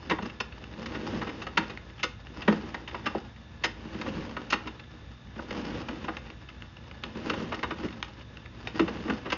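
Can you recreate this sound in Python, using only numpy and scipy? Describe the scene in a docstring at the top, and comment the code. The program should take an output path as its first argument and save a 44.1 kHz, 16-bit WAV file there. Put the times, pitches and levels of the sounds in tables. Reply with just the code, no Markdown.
"""A low hum, room noise and faint whine (sines and filtered noise) open the scene and last throughout.
An inspection camera's push cable is hauled from a drain and fed onto its reel in strokes: random contacts
scrape and rumble. Soon its stiff coils knock the cage, dull low thumps sound, and the taut cable ticks on
its guide: bursts of contacts ringing reel and cable, recurring unevenly to the end, with weaker stray ticks.
A small room answers faintly, and the monitor's microphone passes only what lies below about 7 kHz."""
import sys
import numpy as np
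from scipy import signal
from scipy.fft import rfft, irfft
from scipy.io import wavfile
from scipy.ndimage import uniform_filter1d

SR = 44100
rng = np.random.default_rng(int(sys.argv[2]) if len(sys.argv) > 2 else 0)


def materialize(psi):
    """Save the field psi as 16-bit PCM at rate SR to the path in sys.argv[1].

    A 1-D psi becomes a single channel; in a 2-D psi each row is a channel.
    """
    bounded = np.clip(np.atleast_2d(psi).T, -1, 1)
    quanta = np.round(bounded * 32767).astype(np.int16)
    wavfile.write(sys.argv[1], SR, quanta)


N = 413216  # length in samples

# room background spectrum: frequency_hz, relative_level_db
ROOM_SPECTRUM = [(20, -36), (36, -19.5), (54, -3), (75, 1), (92, -1), (115, -1.5), (150, -6.5), (220, -9),
                 (400, -25.5), (700, -25.5), (1700, -26), (3500, -36), (5200, -36), (7000, -43)]
# mains hum, mean pitch and strength: pitch_hz, rms_level_db
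HUM_TONES = [(59.3, -53), (117, -57.5)]
# faint narrow bands of whine in the background: centre_hz, width_hz, rms_level_db
WHINE_BANDS = [(1698, 55, -69), (1740, 13, -67.5), (2716, 300, -71.5), (3564, 230, -66.5),
               (3775, 91, -72.5)]

# hauling strokes: full_speed_s, run_up_s, hold_s, run_down_s, relative_level_db
HAUL_STROKES = [(0.135, 0.31, 0.046, 0.38, -41.5), (0.968, 0.4, 0.2, 0.54, -35.5),
                (1.59, 0.17, 0.062, 0.31, -44), (2.509, 0.23, 0.061, 0.4, -36.5),
                (3.088, 0.32, 0.065, 0.13, -45), (4.032, 0.52, 0.15, 0.55, -38),
                (4.63, .1, 0.14, 0.24, -53.5), (5.565, 0.24, 0.22, 0.6, -36), (7.29, 0.3, 0.09, 0.65, -35),
                (7.66, 0.23, .17, 0.33, -43), (8.788, 0.33, .35, 0.54, -38.5)]
# fall in level over one run-up or run-down time; level of the creep between strokes (dB)
RUN_DB, CREEP_DB = 19.5, -57.5
# scrape follows rumble: both levels at a typical full speed (dB), and dB of scrape per dB of rumble
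FULL_SPEED_DB, SCRAPE_DB, SCRAPE_GROWTH = -34.5, -44, 0.71
# colour of the sliding cable: frequency_hz, relative_level_db
SCRAPE_SPECTRUM = [(300, -4), (500, 4), (720, -2.5), (850, 0.5), (1300, -3), (1850, -4.5), (2350, -7),
                   (2850, -5), (4100, -15), (5200, -17.5), (5900, -19), (7000, -24.5)]
# colour of the rolling reel: frequency_hz, relative_level_db
RUMBLE_SPECTRUM = [(40, -22), (70, -3), (125, -11), (160, -5), (190, -2.5), (228, 2.5), (270, -4),
                   (325, -1), (410, -11.5), (520, -10.5), (700, -26.5), (1500, -57)]
# modes of the reel and its cage, before the scatter of each impact: pitch_hz, width_hz, relative_level_db
REEL_MODES = [(207, 16, -3.5), (238, 21, 1), (316.6, 36, 4), (380, 18, -3), (506, 47, -8.5), (575, 29, -6),
              (825.4, 31, 4.5), (991, 62, 3.5), (1171, 98, 1.5), (1289, 68, 1.5), (1451, 55, 1.5),
              (1590, 140, -5.5), (1867, 55, 4), (2074, 74, -3.5), (2470, 16, 0.5), (2712, 61, 4.5),
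              (2914, 48, 2.5), (3130, 83, -12), (3586, 21, 7.5), (3796, 48, 2), (4374, 52, 9.5),
              (4850, 220, 7.5), (5200, 28, 15.5), (6230, 12, 6.5), (6470, 50, -15.5)]

# edges of the thud, clack, rattle and tick registers: edge_hz
REGISTER_EDGES = [160, 440, 1900, 3800, 6800]

# coils slapping the cage: start_s, nominal_build_up_ms, free_span_pitch_hz, relative_level_db, hardness_db
COIL_KNOCKS = [(0.095, 4.7, 2050, -34, 2), (0.1052, 7.4, 325, -25, -5), (0.1828, 4.3, 950, -35, -9.5),
               (0.2213, 4.8, 800, -45.5, 1.5), (0.3999, 4.6, 2720, -34.5, 3.5), (0.856, 5, 450, -45.5, 5),
               (0.9419, 9.4, 330, -39.5, -2), (1.21, 9.5, 1600, -34.5, -5.5), (1.267, 7.9, 300, -38, -3.5),
               (1.2897, 4.7, 464, -42, -1), (1.414, 8.1, 2830, -42.5, 2.5), (1.4644, 5.2, 1100, -38.5, -2),
               (1.57, 6, 1010, -23.5, 0), (1.6921, 9, 340, -44, 1), (2.0271, 7.7, 510, -31.5, 5),
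               (2.4752, 6.5, 219, -20, -8), (2.5215, 4.4, 225, -31, -14), (2.74, 5, 1740, -36.5, -1.5),
               (2.942, 5.5, 1150, -34.5, -7.5), (3.056, 8.1, 1210, -29.5, -1), (3.149, 1.4, 515, -26, -41),
               (3.6341, 8.8, 1940, -30, 5), (4.011, 3.9, 2600, -43, 4), (4.06, 4.1, 500, -39, -12),
               (4.364, 4.8, 1330, -35.5, -5), (4.499, 6.6, 2770, -42.5, 8.5), (4.521, 7.9, 1250, -25, 0.5),
               (4.669, 6.1, 1010, -40, 0), (5.387, 5, 1110, -36.5, -16.5), (5.504, 4.3, 500, -40, 0.5),
               (5.882, 5.2, 2780, -39, -1), (6.04, 4.5, 2700, -43, -2.5), (6.079, 6, 1180, -31, -9.5),
               (7.295, 5, 497, -31, 0), (7.331, 6, 500, -36.5, -3.5), (7.5165, 8, 825, -32, -5.5),
               (7.5416, 4.7, 1300, -44.5, 3.5), (7.626, 7.7, 1000, -30, -3), (7.7037, 5.8, 330, -33.5, -5),
               (8.792, 3.9, 306, -26.5, -4.5), (8.875, 6.7, 465, -35, -3.5), (9.0742, 9.8, 480, -36, -14.5),
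               (9.0953, 4.6, 230, -29.5, -6), (9.2483, 12.3, 268, -36, -6.5), (9.318, 6.4, 3000, -29, 0.5)]
# thud, clack, rattle and tick of a knock (dB), and the part of the hardness that each takes on
KNOCK_DB, HARDNESS_SHARE = (-5.5, 1, 0, -11.5), (0, 0.15, 0.95, 1.69)
# a span slacker than this pitch also shakes the reel: more thud for each octave below
SLACK_HZ, THUD_DB_PER_OCTAVE = 500, 8

# dull low thumps, some of them the low part of a coil knock: start_s, pitch_hz, relative_level_db
LOW_THUMPS = [(0.2216, 230, -36.5), (0.246, 206, -36), (1.1272, 220, -33.5), (2.6282, 298, -40),
              (3.15, 234, -33), (3.942, 200, -35.5), (4.075, 200, -37.5), (4.654, 380, -41),
              (5.356, 330, -42), (7.15, 282, -37), (7.828, 244, -34), (7.843, 240, -36),
              (8.793, 315, -18.5), (8.81, 190, -29), (9.0484, 232, -35.5), (9.077, 230, -30),
              (9.117, 210, -31.5)]
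# a thump's nominal build-up (ms) and its thud, clack, rattle and tick (dB)
THUMP_MS, THUMP_DB = 5.3, (1.5, -8.5, -16, -30)

# taut cable flicking against its guide: start_s, nominal_build_up_ms, taut_span_pitch_hz, relative_level_db
CABLE_TICKS = [(0.295, 3.7, 2700, -45.5), (0.518, 5.8, 2600, -49), (0.6391, 0.82, 2680, -48),
               (0.737, .7, 2400, -54), (1.773, 1, 2100, -43.5), (1.989, 8.9, 2720, -45),
               (2.268, 0.97, 1590, -49.5), (2.4163, 6.3, 2700, -39.5), (2.873, 7.9, 3000, -40.5),
               (2.907, 5, 2160, -49.5), (4.0833, 3.4, 2700, -44), (4.791, 6, 4380, -49),
               (6.167, 2.2, 2830, -40.5), (6.3007, 1.1, 2370, -48), (6.486, 3.2, 2700, -47.5),
               (6.621, 1.04, 2660, -47.5), (6.765, 3.2, 2780, -50), (6.9112, 1.3, 2650, -49),
               (7.0352, 2.25, 3180, -37.5), (7.5902, 1.6, 2100, -47.5), (7.884, 2.1, 2280, -47.5),
               (7.924, 3.5, 5150, -52), (8.0263, 0.89, 4500, -36), (8.044, 2.6, 5150, -53),
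               (8.37, 0.81, 2700, -47), (8.459, 0.86, 1990, -50.5), (8.67, 2.85, 2460, -35.5),
               (9.299, 5, 5150, -38.5)]
# a tick's thud, clack, rattle and tick (dB), and their change per octave of pitch above TAUT_HZ (dB)
TICK_DB, TAUT_HZ, TICK_DB_PER_OCTAVE = (-12, -4, 0.5, -13.5), 2700, (-3.5, 1.5, 1, 5)

TOP_HZ = 6850  # upper edge of the microphone channel


def undb(db):
    """Logarithmic level: decibels become an amplitude ratio."""
    return 10 ** (np.asarray(db) / 20)


def unit(x):
    """Normalisation: the signal is scaled to an rms of 1."""
    return x / np.sqrt(np.mean(x ** 2))


def colour(x, points):
    """Linear filtering: a spectrum interpolated over log frequency weights the signal."""
    hz, db = np.transpose(points)
    f = np.maximum(np.fft.rfftfreq(len(x), 1 / SR), 1)
    gain = undb(np.interp(np.log(f), np.log(hz), db))
    return irfft(rfft(x) * gain, len(x))


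def walk(rate):
    """Random modulation: held random steps, `rate` a second, are averaged into a smooth drift of rms 1."""
    k = max(int(SR / rate), 1)
    steps = np.repeat(rng.standard_normal(N // k + 1), k)
    return unit(uniform_filter1d(steps, k)[:N])


def narrow_noise(hz, width):
    """Band selection: noise through one real, bell-shaped band response, at rms 1."""
    offset = (np.fft.rfftfreq(N, 1 / SR) - hz) / width
    return unit(irfft(rfft(rng.standard_normal(N)) / (1 + 2 * offset ** 2), N))


def background(noise_db=-49, waver_hz=2.44):
    """Stationary noise: coloured room noise, frequency-modulated hum tones and narrow bands of whine add up."""
    noise = unit(colour(rng.standard_normal(N), ROOM_SPECTRUM)) * undb(noise_db)
    hum = np.zeros(N)
    for hz, db in HUM_TONES:
        phase = 2 * np.pi * np.cumsum(hz + waver_hz * walk(rate=10)) / SR
        hum += undb(db) * unit(np.sin(phase))
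    whine = sum(undb(db) * narrow_noise(hz, width) for hz, width, db in WHINE_BANDS)
    return noise + hum + whine


def effort_db():
    """Power addition: strokes that run up, hold and run down add to the steady creep of the cable."""
    t = np.arange(N) / SR
    power = undb(CREEP_DB) ** 2
    for s, up_s, hold_s, down_s, db in HAUL_STROKES:
        away = np.maximum(s - t, 0) / up_s + np.maximum(t - s - hold_s, 0) / down_s
        power = power + undb(db - RUN_DB * np.minimum(away, 10)) ** 2
    return 10 * np.log10(power)


def contacts(size, per_s, spread_db):
    """Impulsive excitation: tiny impacts of uneven strength and either sign at random moments."""
    hit = rng.random(size) < per_s / SR
    return hit * rng.choice([-1, 1], size) * undb(spread_db * rng.standard_normal(size))


def reel_response(direct_db=-3, place_db=2, detune=0.006):
    """Modal superposition: a bare click plus damped modes, whose mix and pitch shift with the place struck."""
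    t = np.arange(SR // 12) / SR
    hz, width, db = np.transpose(REEL_MODES)
    pitch_chance, level_chance = rng.standard_normal((len(REEL_MODES), 2)).T
    poles = -np.pi * width + 2j * np.pi * hz * (1 + detune * pitch_chance)
    strengths = undb(db + place_db * level_chance) * 2 * np.pi * width / SR
    ring = strengths @ np.exp(np.outer(poles, t)).real
    ring[0] += undb(direct_db)
    return ring


def hauling(rumble_db=-1.5, grit_db=-2, judder_db=2.0, catch_db=2.0):
    """Stick-slip friction: dense slips on the guide, catches that ring the cage, and the reel juddering round."""
    roll_db = effort_db()
    slide_db = SCRAPE_DB + SCRAPE_GROWTH * (roll_db - FULL_SPEED_DB)
    slips = contacts(N, per_s=5000, spread_db=1)
    bunching = undb(4.5 * walk(rate=90))  # catches come in little runs
    catch_hits = bunching * contacts(N, per_s=500, spread_db=4)
    catches = signal.fftconvolve(catch_hits, reel_response())[:N]
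    bumps = contacts(N, per_s=700, spread_db=2.5)
    grip = walk(rate=31)  # sways scrape and rumble together
    rubbing = unit(colour(slips, SCRAPE_SPECTRUM)) + undb(grit_db) * unit(colour(catches, SCRAPE_SPECTRUM))
    scrape = rubbing * undb(slide_db + catch_db * grip)
    rumble = unit(colour(bumps, RUMBLE_SPECTRUM)) * undb(roll_db + rumble_db + judder_db * grip)
    return scrape + rumble


def room_echo(x, t60=0.28, wet_db=-10, dull_hz=3500):
    """Diffuse reverberation: a decaying noise tail of a small room, duller than the direct sound."""
    t = np.arange(SR // 2) / SR
    onset = np.clip((t - .008) / 0.0027, 0, 1)  # reflections arrive after 8 ms
    tail = rng.standard_normal(len(t)) * undb(-60 * t / t60) * onset
    tail = tail / np.sqrt(np.sum(tail ** 2))  # wet_db is set before the dulling
    tail = signal.sosfilt(signal.butter(1, dull_hz, fs=SR, output="sos"), tail)
    return x + undb(wet_db) * signal.fftconvolve(x, tail)[:N]


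def span_response(hz, size, q=7, span_db=3.0, slack_db=5.5):
    """Damped bending mode of a free span: it swings harder by slack_db for each octave below 1 kHz."""
    t = np.arange(size) / SR
    width = hz / q
    octaves_down = max(np.log2(1000 / hz), 0)
    gain = undb(span_db + slack_db * octaves_down)
    return gain * 2 * np.pi * width / SR * np.exp(-np.pi * width * t) * np.cos(2 * np.pi * hz * t)


def blow(start, build_ms, span_hz, levels, per_s=9000, spread_db=2.0,
         low_lag_s=0.0021, low_stretch=0.44, settle_db=-20, settle_builds=5):
    """Impact with dispersion: contacts swell, then settle in faint chatter; returns start and sound."""
    size, reference = SR // 6, SR // 50  # levels are the energy spread over 20 ms
    t = np.arange(size) / SR
    edges = np.column_stack([REGISTER_EDGES[:-1], REGISTER_EDGES[1:]])
    centres_hz = np.sqrt(edges.prod(axis=1))
    widths_db = 10 * np.log10(np.diff(REGISTER_EDGES))
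    # soft blows lean to the bottom of each register, hard ones to the top
    spectrum = np.column_stack([centres_hz, levels - widths_db])
    chatter = colour(contacts(size, per_s, spread_db), spectrum)
    reel = reel_response()
    body = reel + span_response(span_hz, len(reel))
    sound = np.zeros(size)
    for pair, db in zip(edges, levels):
        # bending waves are slow in the bass, so the thud comes late and lasts longer
        slowness = REGISTER_EDGES[0] / pair[0]
        build_s = build_ms / 1000 * (1 + low_stretch * slowness)
        age = np.maximum(t - low_lag_s * slowness, 0) / build_s
        settling = undb(settle_db) * np.minimum(age, 1) * np.exp(-age / settle_builds)
        force = (age * np.exp(1 - age)) ** 2 + settling
        register = signal.butter(3, pair, "band", fs=SR, output="sos")
        ring = signal.sosfilt(register, signal.fftconvolve(chatter * force, body)[:size])
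        sound += undb(db) * ring * np.sqrt(reference / (np.sum(ring ** 2) + 1e-18))
    return start, sound


def place(sounds):
    """Superposition: (start_s, sound) pairs are added along the time axis."""
    out = np.zeros(N)
    for start, sound in sounds:
        i = int(np.clip(start * SR, 0, N))
        out[i:i + len(sound)] += sound[:N - i]
    return out


def knock_levels(span_hz, db, hardness_db):
    """Contact stiffness: harder slaps are brighter; slack spans add thud."""
    thud_db = THUD_DB_PER_OCTAVE * max(np.log2(SLACK_HZ / span_hz), 0)
    levels = db + np.array(KNOCK_DB) + hardness_db * np.array(HARDNESS_SHARE)
    levels[0] += thud_db
    return levels


def knocks():
    """Impact excitation: stiff coils slip and slap against the cage."""
    return place(blow(s, ms, hz, knock_levels(hz, db, hardness)) for s, ms, hz, db, hardness in COIL_KNOCKS)


def thumps():
    """Low-frequency impact: dull low thumps, some of them the low part of a coil knock."""
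    return place(blow(s, THUMP_MS, hz, db + np.array(THUMP_DB)) for s, hz, db in LOW_THUMPS)


def tick(start, build_ms, span_hz, db):
    """Tension and pitch: one flick, brighter the tauter the span."""
    tilt_db = np.log2(span_hz / TAUT_HZ) * np.array(TICK_DB_PER_OCTAVE)
    return blow(start, build_ms, span_hz, db + np.array(TICK_DB) + tilt_db)


def ticks():
    """Light impact: the taut cable flicks against the guide."""
    return place(tick(*row) for row in CABLE_TICKS)


def stray_ticks(count=24, faintest_db=-60, range_db=6, build_ms=3.5, spread_octaves=.8):
    """Random occurrence: weak flicks fall at uniformly random moments, pitches and levels."""
    flicks = []
    for when, strength, taut in rng.random((count, 3)):
        span_hz = TAUT_HZ * 2 ** (spread_octaves * (taut - .5))
        flicks.append(tick(when * N / SR, build_ms, span_hz, faintest_db + range_db * strength))
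    return place(flicks)


def scene():
    """Superposition of sources: reel and cable excite the room, and the background is added."""
    reel_and_cable = knocks() + thumps() + ticks() + stray_ticks() + hauling()
    return (room_echo(reel_and_cable) + background())[None]


def record(dry):
    """Band limitation: the monitor's microphone channel cuts off steeply near 7 kHz."""
    return signal.sosfilt(signal.ellip(10, .2, 80, TOP_HZ, fs=SR, output="sos"), dry)


dry = scene()
out = record(dry)
materialize(out)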